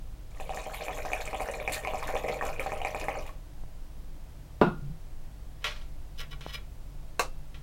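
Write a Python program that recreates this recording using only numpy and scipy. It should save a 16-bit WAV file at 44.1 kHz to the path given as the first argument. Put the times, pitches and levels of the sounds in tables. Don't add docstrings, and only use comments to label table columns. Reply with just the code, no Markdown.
import sys
import numpy as np
from scipy import signal
from scipy.fft import rfft, irfft, next_fast_len
from scipy.io import wavfile
from scipy.ndimage import map_coordinates

SR = 44100
rng = np.random.default_rng(int(sys.argv[2]) if len(sys.argv) > 2 else 0)


def to_wav(s):
    ch = np.atleast_2d(s).T
    pcm = np.round(np.clip(ch, -1, 1) * 32767)
    wavfile.write(sys.argv[1], SR, pcm.astype(np.int16))


N = 336394
TIME = np.arange(N) / SR
RING = np.arange(SR * 3 // 4) / SR
TOP_HZ = 15950


# (frequency [Hz], width [Hz], level [dB])
JUG_MODES = [(474, 8.9, 1), (524, 24, -16), (557, 22, 4), (606.4, 7.1, 4), (745.4, 8.9, 6.5),
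             (761.6, 17, 4), (804, 44, -1.5), (972, 15, -9), (1130, 7.8, 0.5), (1234, 9.3, 4),
             (2300, 18, -14), (2350, 88, -24), (2465, 215, -4)]
def pour():
    s, lump_db, lump_hz, bubble_db = lumps().T
    falls = np.transpose([s, lump_db, lump_hz])
    bubble_hz = 2343 * 2 ** (0.16 * rng.standard_normal(len(s)))
    trapped = np.transpose([s, lump_db + bubble_db, bubble_hz])
    stir = bursts(falls, rise_s=0.0037, fade_s=0.022)
    water = plunge(falls, trapped, stir)
    jug = amp(3.5) * resonate(water, JUG_MODES)
    glugs = amp(-11.5) * pings(falls, cycles=4.7, glide=0, size=3500)
    drops = spray(falls, stir)
    return room(water, wet_db=-2.5) + jug + glugs + room(drops, wet_db=2.5)


# (time [s], level [dB], pitch [Hz], bubble send [dB])
BIG_LUMPS = [(0.4, -27.5, 746, -11), (0.494, -23, 748, -14), (0.536, -26, 786, -14),
             (0.573, -25.5, 756, -7), (0.665, -27, 610, -24), (0.883, -21.5, 750, -10),
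             (1.051, -21.5, 760, -22), (1.118, -27, 737, -8.5), (1.133, -20.5, 740, -1),
             (1.331, -22, 759, -16.5), (1.405, -18.5, 759, -18), (1.487, -23.5, 553, -11.5),
             (1.677, -21, 723, -2), (1.849, -23.5, 1040, -6), (1.873, -21.5, 754, -5.5),
             (1.936, -19, 754, -26), (2.027, -23, 1030, -15), (2.09, -19, 765, -37),
             (2.14, -21.5, 495, -22), (2.154, -17.5, 767, -19), (2.242, -20, 546, -23),
             (2.283, -22, 727, -13.5), (2.297, -21.5, 474, -24), (2.32, -26, 532, -27),
             (2.411, -22.5, 1130, -7), (2.425, -18, 792, -27), (2.596, -25.5, 529, 0),
             (2.662, -20.5, 780, -24), (2.72, -19, 793, -14), (2.817, -26.5, 734, -2),
             (2.849, -20.5, 750, -6), (2.947, -19, 796, -15), (3.084, -16.5, 803, -13),
             (3.153, -26.5, 804, -14), (3.292, -33.5, 1095, -31)]
def lumps(per_s=11):
    start, end = FLOW[0][0], FLOW[-1][0]
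    count = int(per_s * (end - start))
    jitter, size, pitch, bubble = rng.standard_normal((count, 4)).T
    s = start + (np.arange(count) + 0.5 + 0.3 * jitter) / per_s
    db = flow_db(s) + 12.5 + 2.5 * size
    hz = 659 * 2 ** (0.255 * pitch)
    bubble_db = -9 + 3 * bubble
    return np.vstack([BIG_LUMPS, np.transpose([s, db, hz, bubble_db])])


# (time [s], level [dB])
FLOW = [(0.3, -65), (0.37, -52.5), (0.58, -44.5), (0.85, -41), (2.17, -41), (3.02, -41.5), (3.15, -39),
        (3.28, -54), (3.36, -80)]
def flow_db(s, lull_db=5.5, lull_s=0.043):
    big_times = np.append(np.sort(np.transpose(BIG_LUMPS)[0]), np.inf)
    wait = big_times[np.searchsorted(big_times, s)] - s
    lull = lull_db * np.exp(-(wait / lull_s) ** 2)
    return np.interp(s, *np.transpose(FLOW), left=-120, right=-120) - lull


# (frequency [Hz], gain [dB])
WATER_EQ = [(100, -1.5), (350, -4.5), (520, 2), (800, 1), (1150, 3), (1450, -3), (2000, -2), (2700, 1),
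            (3400, -13.5), (6000, 9), (15000, -7)]
def plunge(falls, trapped, stir):
    churn = amp(flow_db(TIME) - 2.5) + amp(-27) * stir
    plops = amp(-2) * pings(falls, cycles=0.35, glide=0.0076)
    plops += amp(-5) * churn * swarm(per_s=260, centre_hz=725, spread=0.37, range_db=22, cycles=0.6)
    bubbles = amp(4.5) * pings(trapped, cycles=1.36, glide=0.017)
    bubbles += amp(-15) * clicks(trapped, t60=0.0073)
    bubbles += amp(-6) * churn * swarm(per_s=260, centre_hz=2192, spread=0.343, range_db=29, cycles=1.43)
    froth = amp(-15) * bursts(SPLASHES, rise_s=0.0017, fade_s=0.02)
    bubbles += froth * swarm(per_s=400, centre_hz=2890, spread=0.254, range_db=20, cycles=1.7)
    return filtered(plops + bubbles, lambda hz: amp(along(WATER_EQ, hz)))


def swarm(per_s, centre_hz, spread, range_db, cycles):
    start, end = FLOW[0][0], FLOW[-1][0]
    when, size, pitch = rng.uniform(.001, .999, (int(per_s * (end - start)), 3)).T
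    s = start + (end - start) * when
    hz = np.minimum(centre_hz * (pitch / (1 - pitch)) ** (spread / 2), TOP_HZ)
    bubbles = pings(np.transpose([s, -range_db * size, hz]), cycles, glide=0.1)
    return bubbles / np.std(bubbles[int(start * SR):int(end * SR)])


# (frequency [Hz], gain [dB])
SPRAY_EQ = [(500, -14), (2000, 1.5), (3500, -1), (5000, -7), (7200, -0.5), (9500, -5.5), (13500, -5),
            (16000, -15)]
def spray(falls, stir, growth=0.78, cushion_db_per_s=2):
    mist = amp(-16.5 + growth * flow_db(TIME) - cushion_db_per_s * TIME + 2 * wobble(25.16))
    strays = droplets(mist)
    mist += amp(-36) * stir
    spatter = swarm(per_s=1100, centre_hz=8540, spread=0.66, range_db=60, cycles=0.83)
    fizz = swarm(per_s=220, centre_hz=4600, spread=0.552, range_db=36, cycles=2.8)
    out = mist * (amp(-7.5) * spatter + amp(-11.5) * fizz)
    out += strays + splashes(spatter) + amp(-30.5) * clicks(falls, t60=0.0081)
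    return coloured(out, SPRAY_EQ)


def droplets(mist, per_s=14, over_mist_db=6.5, scatter_db=3):
    start, end = FLOW[0][0], FLOW[-1][0]
    when, size = rng.random((int(per_s * (end - start)), 2)).T
    s = start + (end - start) * when
    db = 20 * np.log10(np.interp(s, TIME, mist)) + over_mist_db + scatter_db * (2 * size - 1)
    return clicks(np.transpose([s, db]), t60=0.0093)


# (time [s], level [dB], relative sizzle [dB])
SPLASHES = [(0.5465, -36.5, -10.5), (0.74, -31, -20), (1.2062, -38.5, -14), (1.255, -33, -20),
            (1.721, -23, -11.5), (1.736, -27, -12), (1.7523, -28.5, -13), (2.0727, -31.5, -11),
            (2.283, -31.5, -21), (2.452, -29.5, -13), (2.5985, -40, -5), (2.9977, -27, -29),
            (3.265, -35.5, -22)]
def splashes(spatter, fade_s=0.016):
    out = np.zeros(N)
    for s, db, sizzle_db in SPLASHES:
        slap = decay(-10, t60=0.019) * rng.standard_normal(len(RING))
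        shower = amp(-19) * np.exp(-RING / fade_s) * spatter[round(s * SR):][:len(RING)]
        add(out, s, amp(db) * brighter(slap + shower, sizzle_db + 13, corner_hz=8000))
    return out


# (time [s], level [dB], brightness [dB])
KNOCKS = [(4.6134, -12.5, 7.5), (4.6157, -6.5, -1.5), (4.662, -18, -12)]
# (frequency [Hz], level [dB], t60 [s])
FLASK_MODES = [(146, -13, 0.44), (169.8, -2.5, 0.25), (208, -13, 0.21), (269, -10, .18), (354.7, -11, 0.29),
               (444, -2.5, 0.082), (758, -20, 0.13), (995, -8, 0.093), (1175, -13, 0.079),
               (1395, -25, 0.38), (1434, -13, 0.32), (2590, -33, 0.25), (2785, -30, 0.27),
               (3680, -31, 0.23), (4120, -38, 0.33), (5370, -44.5, .25)]
FLASK_THUD = [(40, -20, 0.73), (110, 7, .3), (170, 12, 0.39), (448, -2.5, 0.21), (706, 0.5, 0.19),
              (1380, -9, 0.31), (1780, -19, 0.2), (2680, -22, 0.24), (3960, -30.5, 0.31), (6000, -44, 0.25),
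              (15000, -55, 0.33)]
# (time [s], level [dB], pitch [Hz])
ROCKS = [(4.821, -31, 139), (4.849, -33.5, 139), (4.895, -31.5, 161.5)]
def flask():
    out = blows(KNOCKS, FLASK_MODES, FLASK_THUD, corner_hz=603, crack_db=6, wash_db=19.5, ring_db=-7)
    shove = partial(215, db=-9, t60=0.023) + partial(430, db=-7, t60=0.038)
    add(out, KNOCKS[1][0], shove)
    soft_attack = 1 - np.exp(-RING / 0.0053)
    for s, db, hz in ROCKS:
        add(out, s, soft_attack * partial(hz, db, t60=0.22))
    return out


# (time [s], level [dB], brightness [dB])
CLATTERS = [(5.6428, -17, -2), (5.661, -27, -7), (5.668, -22.5, -6), (6.409, -35.5, 1), (7.5444, -38.5, -4)]
# (frequency [Hz], level [dB], t60 [s])
SPOON_MODES = [(455, -16, 0.26), (600, -22, 0.32), (1123, -11, 0.13), (1368, -13.5, 0.29),
               (1940, -12.5, 0.16), (2144, -18, 0.2), (2380, -13.5, 0.21), (2490, -19, 0.23),
               (3010, -13, 0.16), (3320, -10, 0.15), (3670, -32, 0.33), (3810, -10.5, 0.066),
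               (4170, -21, .3), (5030, -17.5, 0.1), (5900, -21, 0.15)]
SPOON_CLACK = [(150, -43, .2), (455, -7, 0.19), (1040, -3, 0.29), (2100, 1, 0.28), (3260, 6.5, 0.15),
               (4530, -8, 0.36), (5660, -8, 0.28), (8000, -16.5, 0.24), (15000, -22, 0.16)]
def spoon_clatter(gap_s=0.052, loss_db=4.5):
    rattle = [(5.709 + k * gap_s, -37 - k * loss_db, 3.5) for k in range(3)]
    hits = list(CLATTERS) + rattle
    return blows(hits, SPOON_MODES, SPOON_CLACK, corner_hz=2500, crack_db=6.5, wash_db=16.5, ring_db=-7.5)


# (time [s], level [dB], brightness [dB])
TAPS = [(7.1945, -14.5, 2.5)]
# (frequency [Hz], level [dB], t60 [s])
PLASTIC_MODES = [(474, -10.5, 0.09), (517, -21, 0.26), (713, -13, 0.12), (942, -7.5, 0.076),
                 (1136, -9, 0.13), (1190, -20, 0.19), (1570, -6.5, 0.051), (2130, -15, 0.098),
                 (2670, -11, 0.085), (2680, -36, 0.42), (3760, -31, 0.12), (4300, -41, .14),
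                 (5380, -25, .14)]
PLASTIC_SNAP = [(100, -9, 0.22), (250, -7.5, 0.27), (600, 3, 0.16), (1220, 0.5, 0.21), (1850, -6, 0.14),
                (2660, -1.5, 0.14), (3270, -24, 0.26), (4100, -2.5, 0.13), (4800, -19, 0.24),
                (6000, -8.5, 0.16), (9100, -17.5, 0.17), (15000, -24, 0.14)]
def jug_tap():
    return blows(TAPS, PLASTIC_MODES, PLASTIC_SNAP, corner_hz=2500, crack_db=6, wash_db=16, ring_db=-1.5)


# (peak time [s], level [dB], swell [s], brightness [dB])
SLIDES = [(5.632, -53, 0.012, -6), (6.216, -40.5, 0.016, 4), (6.333, -40.5, 0.01, -4),
          (6.495, -49, 0.034, 2.5), (6.558, -40, 0.013, 5)]
def spoon_scrape(slips_per_s=700, width_hz=45, split_hz=3240, treble_lead_s=0.013):
    slips = (rng.random(N) < slips_per_s / SR) * rng.uniform(-1.54, 1, N)
    clack = coloured(slips, SPOON_CLACK)
    steel = resonate(slips, [(hz, width_hz, db) for hz, db, _ in SPOON_MODES])
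    grit = unit(0.77 * unit(clack) + unit(steel) + amp(-15) * unit(slips))
    low = signal.lfilter(*signal.butter(2, split_hz, fs=SR), grit)
    high = signal.lfilter(*signal.butter(2, split_hz, "high", fs=SR), grit)
    rub = np.zeros(N)
    for s, db, swell_s, bright_db in SLIDES:
        body = low * np.exp(-((TIME - s) / swell_s) ** 2 / 2)
        treble = high * np.exp(-((TIME - s + treble_lead_s) / swell_s) ** 2 / 2)
        rub += amp(db) * (body - amp(bright_db) * treble)
    return amp(-4.8) * room(rub, wet_db=-4.5)


# (time [s], level [dB], pitch [Hz])
TICKS = [(3.637, -37.5, 645), (6.4645, -22, 650)]
def ticks():
    return pings(TICKS, cycles=0.2, glide=0)


# (frequency [Hz], relative level [dB])
RUMBLE = [(8.8, -49), (15, 7), (30, -3.5), (59, -13.5), (76, -20.5), (87, -21), (113, -25), (145, -17.5),
          (173, -29), (201, -24.5), (222, -34.5), (271, -37.5), (300, -27.5), (390, -81), (660, -120)]
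HISS = [(150, -26), (250, -3.5), (325, -3), (421, -6.5), (640, -5), (1350, -14.5), (15200, -26),
        (16000, -17.5)]
# (frequency [Hz], rms level [dB])
HUM = [(48, -49), (61, -57), (97, -59.5), (141, -64.5)]
# (time [s], level [dB])
DRONE_FADER = [(5.8, -72), (6.15, -51.5), (6.85, -55.5), (7.6, -54)]
def background(drone_hz=141.6, drone_width_hz=15.6):
    hum = np.zeros(N)
    for hz, db in HUM:
        peak = np.sqrt(2) * amp(db + 2.06 * wobble(3))
        hum += peak * np.sin(2 * np.pi * hz * TIME + 0.86 * wobble(5))
    drone = noise(lambda hz: np.exp(-((hz - drone_hz) / drone_width_hz) ** 2))
    drone *= amp(np.interp(TIME, *np.transpose(DRONE_FADER)))
    rumble = amp(-39.5) * noise(lambda hz: amp(along(RUMBLE, hz)))
    hiss = amp(-58) * noise(lambda hz: amp(along(HISS, hz)))
    return rumble + hiss + hum + drone


def room(x, wet_db):
    t60_by_hz = [(200, 0.58), (800, 0.31), (3000, 0.18), (8000, 0.1), (15000, 0.21)]
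    tail = dying_noise(t60_by_hz) * np.clip(RING / 0.0011, 0, 1)
    return x + amp(wet_db) * signal.fftconvolve(x, tail)[:N]


def blows(contacts, modes, body, corner_hz, crack_db, wash_db, ring_db):
    out = np.zeros(N)
    low_cut = signal.butter(2, 280, "high", fs=SR)
    for s, db, bright_db in contacts:
        wash = amp(wash_db) * signal.lfilter(*low_cut, dying_noise(body, column=2))
        wash[0] += amp(crack_db)
        ring = sum((-1) ** k * partial(hz, level + rng.normal(0, 1), t60)
                   for k, (hz, level, t60) in enumerate(modes))
        hit = coloured(wash, body) + amp(ring_db) * ring
        add(out, s, amp(db) * brighter(hit, bright_db, corner_hz))
    return out


def pings(rows, cycles, glide, size=900):
    s, db, hz = np.transpose(rows)[:, :, None]
    life = cycles * np.exp(rng.standard_normal((len(s), 1)) / 6) / hz
    t = np.arange(size) / SR
    age = t / life
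    phase = 2 * np.pi * hz * (t + glide * (t - life * (1 - np.exp(-age))))
    tones = amp(db) * age * np.exp(1 - age) * np.sin(phase) * rng.choice([-1, 1], (len(s), 1))
    where = np.maximum((s * SR).astype(int), 0) + np.arange(size)
    return np.bincount(where.ravel(), tones.ravel(), N)[:N]


def clicks(rows, t60):
    out = np.zeros(N)
    for s, db, *_ in rows:
        add(out, s, decay(db, t60) * rng.standard_normal(len(RING)))
    return out


def bursts(rows, rise_s, fade_s):
    out = np.zeros(N)
    for s, db, *_ in rows:
        add(out, s, amp(db) * np.exp(-RING / fade_s) * (1 - np.exp(-RING / rise_s)))
    return out


def decay(db, t60):
    return amp(db - 60 * RING / t60)


def partial(hz, db, t60):
    return decay(db, t60) * np.sin(2 * np.pi * hz * RING)


def dying_noise(decays, column=1, size=256):
    hz, t, spectrum = signal.stft(rng.standard_normal(len(RING)), SR, nperseg=size)
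    t60 = along(decays, hz, column)[:, None]
    tail = signal.istft(spectrum * amp(-60 * t / t60), SR, nperseg=size)[1][:len(RING)]
    return tail / np.linalg.norm(tail)


def noise(response):
    return unit(filtered(rng.standard_normal(N), response))


def resonate(x, modes):
    return filtered(x, lambda f: sum((-1) ** k * amp(db) * hz * width / (hz * hz - f * f + 1j * f * width)
                                     for k, (hz, width, db) in enumerate(modes)))


def filtered(x, response):
    size = next_fast_len(len(x) + SR // 2)
    return irfft(rfft(x, size) * response(np.fft.rfftfreq(size, 1 / SR)), size)[:len(x)]


def coloured(x, points, size=4096):
    cepstrum = irfft(np.log(amp(along(points, np.fft.rfftfreq(size, 1 / SR)))))
    cepstrum[1:size // 2] *= 2
    cepstrum[size // 2 + 1:] = 0
    pulse = irfft(np.exp(rfft(cepstrum)))
    return signal.fftconvolve(x, pulse / np.linalg.norm(pulse))[:len(x)]


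def brighter(x, db, corner_hz):
    low = signal.lfilter(*signal.butter(1, corner_hz, fs=SR), x)
    return low + amp(db) * (x - low)


def along(points, hz, column=1):
    columns = np.transpose(points)
    return np.interp(np.log(hz + 1), np.log(columns[0]), columns[column])


def wobble(rate):
    return map_coordinates(rng.standard_normal(int(N * rate / SR) + 4), [TIME * rate])


def add(track, s, sound):
    start = max(round(s * SR), 0)
    track[start:start + len(sound)] += sound[:N - start]


def amp(db):
    return 10 ** (np.asarray(db) / 20)


def unit(x):
    return x / np.sqrt(np.mean(x ** 2) + 1e-20)


def scene():
    return (ticks() + pour() + flask() + spoon_clatter() + jug_tap() + spoon_scrape() + background())[None]


def record(dry):
    return np.array([filtered(channel, lambda hz: hz < TOP_HZ) for channel in dry])


dry = scene()
out = record(dry)
to_wav(out)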